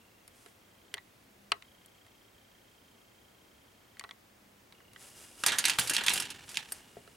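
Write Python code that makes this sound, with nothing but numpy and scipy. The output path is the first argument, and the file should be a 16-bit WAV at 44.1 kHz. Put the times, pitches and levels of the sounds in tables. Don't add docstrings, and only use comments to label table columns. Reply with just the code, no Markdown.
import sys
import numpy as np
from scipy import signal
from scipy.fft import rfft, irfft, next_fast_len
from scipy.io import wavfile
from scipy.ndimage import uniform_filter1d

SR = 44100
rng = np.random.default_rng(int(sys.argv[2]) if len(sys.argv) > 2 else 0)


def int16_out(signal):
    q = np.round(np.clip(np.atleast_2d(signal).T, -1, 1) * 32767)
    wavfile.write(sys.argv[1], SR, q.astype(np.int16))


N = 315756
TIME, RING_TIME = np.arange(N) / SR, np.arange(SR // 5) / SR
LEFT_RIGHT = np.array([[1], [-1]])

# start in seconds, level in dB, most strongly excited frequency in Hz,
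# fall to either side in dB per octave.
TICKS = [(0.278, -50, 12500, 4), (0.461, -51, 550, 2), (0.94, -30.5, 3900, 6), (0.946, -44, 910, 6),
         (0.971, -45.5, 1500, 8.5), (0.98, -35.5, 1830, 15.5), (1.5187, -18.5, 2100, 7.5),
         (1.623, -47, 2730, 9), (1.86, -54, 11000, 7), (2.065, -60.5, 2600, 3), (3.97, -52, 1700, 9),
         (3.995, -37, 5530, 6.5), (4.01, -43.5, 1520, 9), (4.039, -40, 1750, 7.5), (4.045, -40.5, 1050, 12),
         (4.091, -45.5, 1760, 8), (4.11, -38, 2220, 11.5), (4.724, -53, 2760, 5), (4.804, -55, 1100, 9),
         (4.933, -57, 6050, 3), (4.961, -44, 1600, 9), (6.968, -41.5, 400, 10.5), (7.076, -50.5, 560, 3.5)]
# frequency in Hz, relative level in dB, t60 in seconds.
HELD_MODES = [(420, 26.5, 0.097), (699, 22.5, 0.083), (1108, 8, 0.048), (1320, 6.5, 0.053),
              (1950, 6.5, 0.26), (2110, 15.5, 0.07), (2820, 9, 0.02), (3980, 17, 0.023),
              (4500, 14.5, 0.044), (5540, 23, 0.0071), (9070, 17.5, 0.017)]
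TICK_RING_DB = [2, -1, -1.1, -5, -0.6]

def held_sprue(crack_hz=2900, crack_gain_db=6.5, finger_t60=.11):
    modes = sprue_modes(HELD_MODES, parts_t60=0.031, slope=0.5, count=240)
    start, db, pitch, fall = columns(TICKS)
    centres = np.sqrt(np.multiply(BAND_EDGES_HZ[:-1], BAND_EDGES_HZ[1:]))
    band_db = db - fall * np.abs(np.log2(centres / pitch)) + TICK_RING_DB
    crack_db = db - fall * np.abs(np.log2(crack_hz / pitch)) + crack_gain_db
    ticks = strike(start, modes, band_db, crack_db, finger_t60, pan_db=0,
                   crack_band_hz=(1500, 5110), spot_db=-5.0, spread=0.47)
    return band(ticks, 470, 21000, order=3)

# start in seconds, level in dB, weight (bass emphasis),
# hardness (treble emphasis), damping t60 in seconds.
KNOCKS = [(5.4369, -22.5, 12.5, -6.5, 0.038), (5.4628, -21, 5, 8.5, 0.19), (5.4826, -21.5, 1, -5.5, 0.44),
          (5.5196, -22, 0, -9, 0.66), (5.5847, -23, 1, 7.5, 0.2), (5.6409, -22.5, 0, -11, .065),
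          (5.653, -17.5, -4.5, 1.5, 0.2), (5.6815, -24, 3.5, 0, 0.17), (5.697, -18.5, -8, -2.5, 0.11),
          (5.7349, -32.5, -11, -7, 0.11), (5.7864, -19, 8, -4.5, .072), (5.7948, -32.5, 2, 18.5, 0.081),
          (5.811, -27, -5, -6, .14), (5.8737, -33.5, -10, 8.5, 0.26), (5.8964, -26.5, 4, 9, .26),
          (5.9085, -37, 26.5, -2, 0.16), (5.9348, -28.5, -1, 5.5, 0.14), (5.9467, -28, -5, 3, 0.26),
          (5.9659, -18.5, -5, -6, 0.035), (5.9808, -23.5, 2, -12, 0.26), (6.0089, -28.5, 11, -16, 0.14),
          (6.0361, -32.5, 3, 1, 0.36), (6.0637, -24, 1, -0.5, 0.13), (6.0825, -14, -5, -11.5, 0.042),
          (6.0939, -29, -2, 8, .13), (6.1009, -24.5, -3, -6.5, 0.43), (6.1359, -32.5, 6, 15.5, 0.11),
          (6.1579, -28, -2, -2, 0.21), (6.1767, -27, -6, -1.5, 0.071), (6.1998, -29, 0, 7, 0.14),
          (6.2225, -33.5, -1, 1, 0.45), (6.2529, -38, 3, -2, .1), (6.3029, -37, -9, 4, 0.2),
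          (6.4912, -43.5, -2, 5.5, 0.32), (6.5435, -38, 0, -3, 0.064), (6.555, -37, -7, -2, 0.19),
          (6.5712, -23, -7.5, -6, 0.036), (6.596, -38, -23, -18, 0.12), (6.7212, -46, 19.5, 22.5, 0.052)]
# frequency in Hz, relative level in dB, t60 in seconds.
PILE_MODES = [(424, 1, 0.34), (948, 11, 0.26), (1426, 11, 0.19), (1595, 23.5, 0.047), (1703, 17.5, 0.24),
              (1907, 15.5, 0.39), (2750, 16.5, 0.13), (2770, 18.5, 0.34), (3020, 18, 0.032),
              (4560, 12, 0.15), (5180, 12, 0.13), (6360, 16, 0.046), (8300, 8, 0.11), (9500, -2, 0.044),
              (9900, 17, 0.041)]
KNOCK_RING_DB = [-30.5, -13, -7, -8.5, -9]

def pile(plain_t60=0.1):
    modes = sprue_modes(PILE_MODES, parts_t60=0.34, slope=0.81, count=440)
    start, db, weight, hardness, t60 = columns(KNOCKS)
    weight_db = weight * [0.98, 0.58, 0, 0.034, 0.17]
    hardness_db = hardness * [0.14, 0.075, 0.015, 0.62, 0.85]
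    band_db = db + KNOCK_RING_DB + weight_db + hardness_db
    firmness_db = 3 * np.log2(plain_t60 / t60)
    crack_db = db + 5.5 + 0.46 * hardness - 0.28 * weight + firmness_db
    pan_db = -3 + 0.18 * weight
    return strike(start, modes, band_db, crack_db, t60, pan_db,
                  crack_band_hz=(2030, 5200), spot_db=3.5, spread=0.18)

# frequency in Hz, relative level in dB.
PART_SPECTRUM = [(200, -9), (800, -4.5), (1500, 3.5), (3200, 12), (5000, 5.5), (8000, 7.5), (10500, 2),
                 (12500, -3.5), (16000, -17.5)]

def sprue_modes(strong, parts_t60, slope, count):
    places = (np.arange(count) + rng.random(count)) / count
    hz = np.interp(places, [0, 1], np.sqrt([BAND_EDGES_HZ[0], BAND_EDGES_HZ[-1]])) ** 2
    t60 = parts_t60 * (hz / BAND_EDGES_HZ[2]) ** -slope
    weak = np.column_stack([hz, at_hz(PART_SPECTRUM, hz), t60])
    return np.vstack([strong, weak]).T

BAND_EDGES_HZ = [200, 800, 2000, 4500, 8500, 16000]

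def strike(times, modes, band_db, crack_db, damping_t60, pan_db, crack_band_hz, spot_db, spread):
    hz, mode_db, t60 = modes
    shape = (len(times), len(hz))
    transit_s = rng.uniform(0.00021, 0.000866, (len(times), 1))
    place = rng.random((len(times), 1))
    favour_db = spot_db * np.sin(2 * np.pi * (hz * transit_s + place))
    radiated = rng.choice([-1, 1], shape) + spread * LEFT_RIGHT[:, None] * rng.standard_normal(shape)
    strengths = from_db(mode_db + favour_db) * radiated
    damping = fade(RING_TIME, np.maximum(damping_t60, .005))
    build_up = 1 - fade(RING_TIME, 0.002)
    ringing = 0
    for k, (low, high) in enumerate(zip(BAND_EDGES_HZ, BAND_EDGES_HZ[1:])):
        inside = (hz >= low) & (hz < high)
        ring = strengths[..., inside] @ rings(hz[inside], t60[inside]) * damping * build_up
        attack_rms = np.sqrt(np.mean(ring[..., :SR // 200] ** 2, axis=(0, 2)))
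        ringing = ringing + ring * (from_db(band_db[:, k]) / attack_rms)[:, None]
    crack = band(signal.unit_impulse(len(RING_TIME)), *crack_band_hz, order=3)
    cracks = from_db(crack_db) * crack / np.abs(crack).max()
    contacts = (ringing + cracks) * from_db(LEFT_RIGHT[:, None] * pan_db / 2)
    out = np.zeros((2, N))
    for k, start in enumerate(times.ravel()):
        add(out, start, contacts[:, k])
    return out

# frequency in Hz, relative level in dB.
RATTLE_SPECTRUM = [(35, -61), (60, -16), (233, -3), (593, -14.5), (842, 0.5), (1060, -8.5), (1700, -0.5),
                   (1950, -6.5), (2770, 0), (4750, -8.5), (10300, -15.5), (11800, -23), (13900, -23),
                   (16000, -34)]

def rattle(per_s, size_db, part_t60, pan_db, spread, count=10):
    sizes = from_db(size_db * np.minimum(rng.exponential(1, N), 3)) * rng.choice([-1, 1], N)
    clicks = sizes * (rng.random(N) < per_s / SR)
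    part = rng.integers(0, count, N)
    mid, side = rng.standard_normal((2, count, len(RING_TIME))) * fade(RING_TIME, part_t60)
    swarm, level = np.zeros((2, N)), shaking()
    for i in np.flatnonzero(clicks * level):
        add(swarm, i / SR, clicks[i] * (mid[part[i]] + spread * LEFT_RIGHT * side[part[i]]))
    swarm = colour(swarm, RATTLE_SPECTRUM)
    power = uniform_filter1d(np.mean(swarm ** 2, axis=0), size=SR // 25)
    steady = swarm / np.sqrt(np.maximum(power, 1e-6))
    return steady * level * from_db(LEFT_RIGHT * pan_db / 2)

def shaking(rise_s=0.009):
    t = np.arange(SR) / SR
    chatter = from_db(-15.5) * fade(t, t60=0.17)
    settling = from_db(-30) * fade(t, t60=1.79)
    response = (chatter + settling) * (1 - np.exp(-t / rise_s))
    energy = np.zeros((1, N))
    for start, db, *_ in KNOCKS:
        add(energy, start, (from_db(db) * response) ** 2)
    return np.sqrt(energy[0])

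# start in seconds, level in dB.
THUDS = [(5.463, -44), (5.654, -68), (5.786, -33.5), (5.901, -45.5), (6.135, -41), (6.97, -48)]
# frequency in Hz, relative level in dB, t60 in seconds.
BENCH_MODES = [(75, -11, 0.17), (124, -9.5, 0.25), (176, -7, 0.12), (244, -9, 0.14)]

def bench():
    hz, db, t60 = np.transpose(BENCH_MODES)
    out, modes = np.zeros((2, N)), rings(hz, t60)
    for start, thud_db in THUDS:
        add(out, start, from_db(thud_db + db) * rng.choice([-1, 1], len(hz)) @ modes)
    return out

# time of full level in seconds, hold in seconds, level in dB.
STROKES = [(0.365, .12, -64.5), (5.015, 0.072, -53.5), (5.179, 0.06, -53.5), (5.286, 0.045, -61.5),
           (5.403, 0.3, -51), (5.831, 0.013, -39), (6.124, 0.042, -39), (6.508, .015, -49),
           (6.715, 0.053, -54), (6.885, 0.26, -67)]
# frequency in Hz, bandwidth in Hz, relative gain in dB.
SQUEAL = [(5040, 78, 1.5), (7700, 190, -16)]
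# frequency in Hz, relative gain in dB.
SLIDE_SPECTRUM = [(41, -35), (70, -25), (129, 2), (170, -25), (244, -0.5), (1000, -4), (2600, -5),
                  (2840, -3.5), (4090, -7.5), (8860, -2), (11100, -4.5), (16000, -25)]

def slide(grain_db, spread, attack_s=0.033, release_t60=0.26):
    catches = band(rng.standard_normal(N), 9.9, 170, order=1)
    mid, side = rng.standard_normal((2, N)) * from_db(grain_db * catches / rms(catches))
    rub = mid + spread * LEFT_RIGHT * side
    squeal = sum(from_db(db) * band(rub, hz - width / 2, hz + width / 2, order=1)
                 for hz, width, db in SQUEAL)
    level = np.zeros(N)
    for full_s, hold_s, db in STROKES:
        swell = np.exp(np.minimum(TIME - full_s, 0) / attack_s)
        release = fade(np.maximum(TIME - full_s - hold_s, 0), release_t60)
        level += from_db(db) * swell * release
    return level * colour(rub + squeal, SLIDE_SPECTRUM)

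# time in seconds, level in dB.
ARM_MOVEMENT = [(4.7, -79), (5.3, -70.5), (6.2, -57.5), (6.6, -66.5), (7.16, -67)]

def handling():
    rumble = band(rng.standard_normal(N), 40, 326)
    times, db = np.transpose(ARM_MOVEMENT)
    level = from_db(np.interp(TIME, times, db, left=-200, right=-200))
    return level * rumble / rms(rumble)

# start and end in seconds, pitch in Hz, first and last level in dB.
FOCUS_RUNS = [(0, .25, 2770, -65.5, -69), (.3, .56, 3280, -70, -71), (.6, .93, 3170, -68, -64.5),
              (1.63, 2.3, 3190, -63.5, -65), (2.33, 4, 3180, -65.5, -67.5),
              (4.73, 7.16, 2850, -63.5, -65.5)]

def focus_motor(burst_s, jitter, housing_hz, housing_db, rasp, steps_per_s=30, centre_s=.018):
    out = np.zeros((2, N))
    t = np.arange(SR // steps_per_s) / SR - centre_s
    swell = np.sqrt(2) * np.exp(-.5 * (t / burst_s) ** 2)
    for start, end, hz, first_db, last_db in FOCUS_RUNS:
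        steps = np.arange(round(start * steps_per_s), round(end * steps_per_s))
        for step, db in zip(steps, np.linspace(first_db, last_db, len(steps))):
            pip_hz, ring_hz = np.array([hz, housing_hz]) * (1 + jitter * rng.standard_normal(2))
            pip = np.sin(2 * np.pi * (pip_hz * t + rng.random()))
            housing = from_db(housing_db) * np.sin(2 * np.pi * ring_hz * t)
            add(out, step / steps_per_s, from_db(db + rng.normal(0, 1)) * swell * (pip + housing))
    shake = band(rng.standard_normal(N), 100, 700, order=1)
    return out * (1 + rasp * shake / rms(shake))

# time of the peak in seconds, width in seconds, level in dB.
HUM_SWELLS = [(1.42, 0.084, -64), (4.5, 0.1, -67.5)]

def hum(hz=201):
    swell = sum(from_db(db) * np.exp(-.5 * ((TIME - s) / width) ** 2) for s, width, db in HUM_SWELLS)
    return swell * np.sin(2 * np.pi * hz * TIME)

# frequency in Hz, relative level in dB.
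AIR_SPECTRUM = [(15, -31), (25, -14.5), (108, -0.5), (145, -7.5), (206, -3), (416, -6), (545, -7),
                (1190, -11.5), (2110, -13), (2690, -14.5), (3160, -16), (3430, -16.5), (3920, -18.5),
                (14800, -25.5), (16000, -21.5)]
# frequency in Hz, correlation from 0 to 1.
AIR_CORRELATION = [(60, 0.73), (180, 0.64), (550, 0.068), (1650, 0.056), (4970, 0.54), (15000, 1)]

def air(level_db=-61):
    alike = np.clip(at_hz(AIR_CORRELATION, np.fft.rfftfreq(N, 1 / SR)), 0, 1)
    mid, side = rfft(rng.standard_normal((2, N)))
    noise = irfft(np.sqrt(1 + alike) * mid + np.sqrt(1 - alike) * side * LEFT_RIGHT, N)
    return from_db(level_db) * colour(noise, AIR_SPECTRUM)

def room(x, t60, dull_hz):
    t = np.arange(SR // 2) / SR
    tail = band(rng.standard_normal((2, len(t))), 250, dull_hz, order=1) * fade(t, t60) * (t > .005)
    return signal.fftconvolve(x, tail / np.sqrt(np.sum(tail ** 2) / 2), axes=1)[:, :N]

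def microphones(x, side_low_hz, presence):
    mid, side = (x[0] + x[1]) / 2, (x[0] - x[1]) / 2
    side = band(side, side_low_hz, 12400, order=1) - presence * band(mid, 2600, 2800, order=1)
    return mid + LEFT_RIGHT * side

def rings(hz, t60):
    return np.sin(2 * np.pi * hz[:, None] * RING_TIME) * fade(RING_TIME, t60[:, None])

def fade(t, t60):
    return from_db(-60 * t / t60)

def band(x, low_hz, high_hz, order=2):
    sections = signal.butter(order, [low_hz, min(high_hz, .45 * SR)], "band", fs=SR, output="sos")
    return signal.sosfilt(sections, x + 1e-18)

def colour(x, spectrum):
    size = 2 * next_fast_len(N // 2 + SR // 4)
    gain = from_db(at_hz(spectrum, np.fft.rfftfreq(size, 1 / SR)))
    cepstrum = irfft(np.log(gain))
    cepstrum[1:size // 2] *= 2
    cepstrum[size // 2 + 1:] = 0
    out = irfft(rfft(x, size) * np.exp(rfft(cepstrum)))[..., :N]
    return out / rms(out)

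def at_hz(points, hz):
    point_hz, value = np.transpose(points)
    return np.interp(np.log(np.maximum(hz, 1)), np.log(point_hz), value)

def from_db(db):
    return 10 ** (np.asarray(db) / 20)

def rms(x):
    return np.sqrt(np.mean(x ** 2) + 1e-20)

def columns(rows):
    return np.transpose(rows)[..., None]

def add(out, start_s, sound):
    start = max(round(start_s * SR), 0)
    out[:, start:start + sound.shape[-1]] += sound[..., :max(N - start, 0)]

def scene():
    near = held_sprue() + slide(grain_db=2.0, spread=0.28)
    far = pile() + bench()
    far += from_db(-2.0) * rattle(per_s=220, size_db=2.5, part_t60=0.045, pan_db=-1.5, spread=0.055)
    near_room = room(from_db(-22) * near, t60=0.15, dull_hz=710)
    far_room = room(from_db(-17.0) * far, t60=0.18, dull_hz=5100)
    motor = focus_motor(burst_s=0.0031, jitter=.005, housing_hz=2160, housing_db=-11.5, rasp=0.44)
    return near + far + near_room + far_room + motor + hum() + handling() + air()

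def record(dry):
    heard = microphones(dry, side_low_hz=270, presence=0.027)
    return signal.sosfilt(signal.ellip(10, .2, 80, 16000, fs=SR, output="sos"), heard)

dry = scene()
out = record(dry)
int16_out(out)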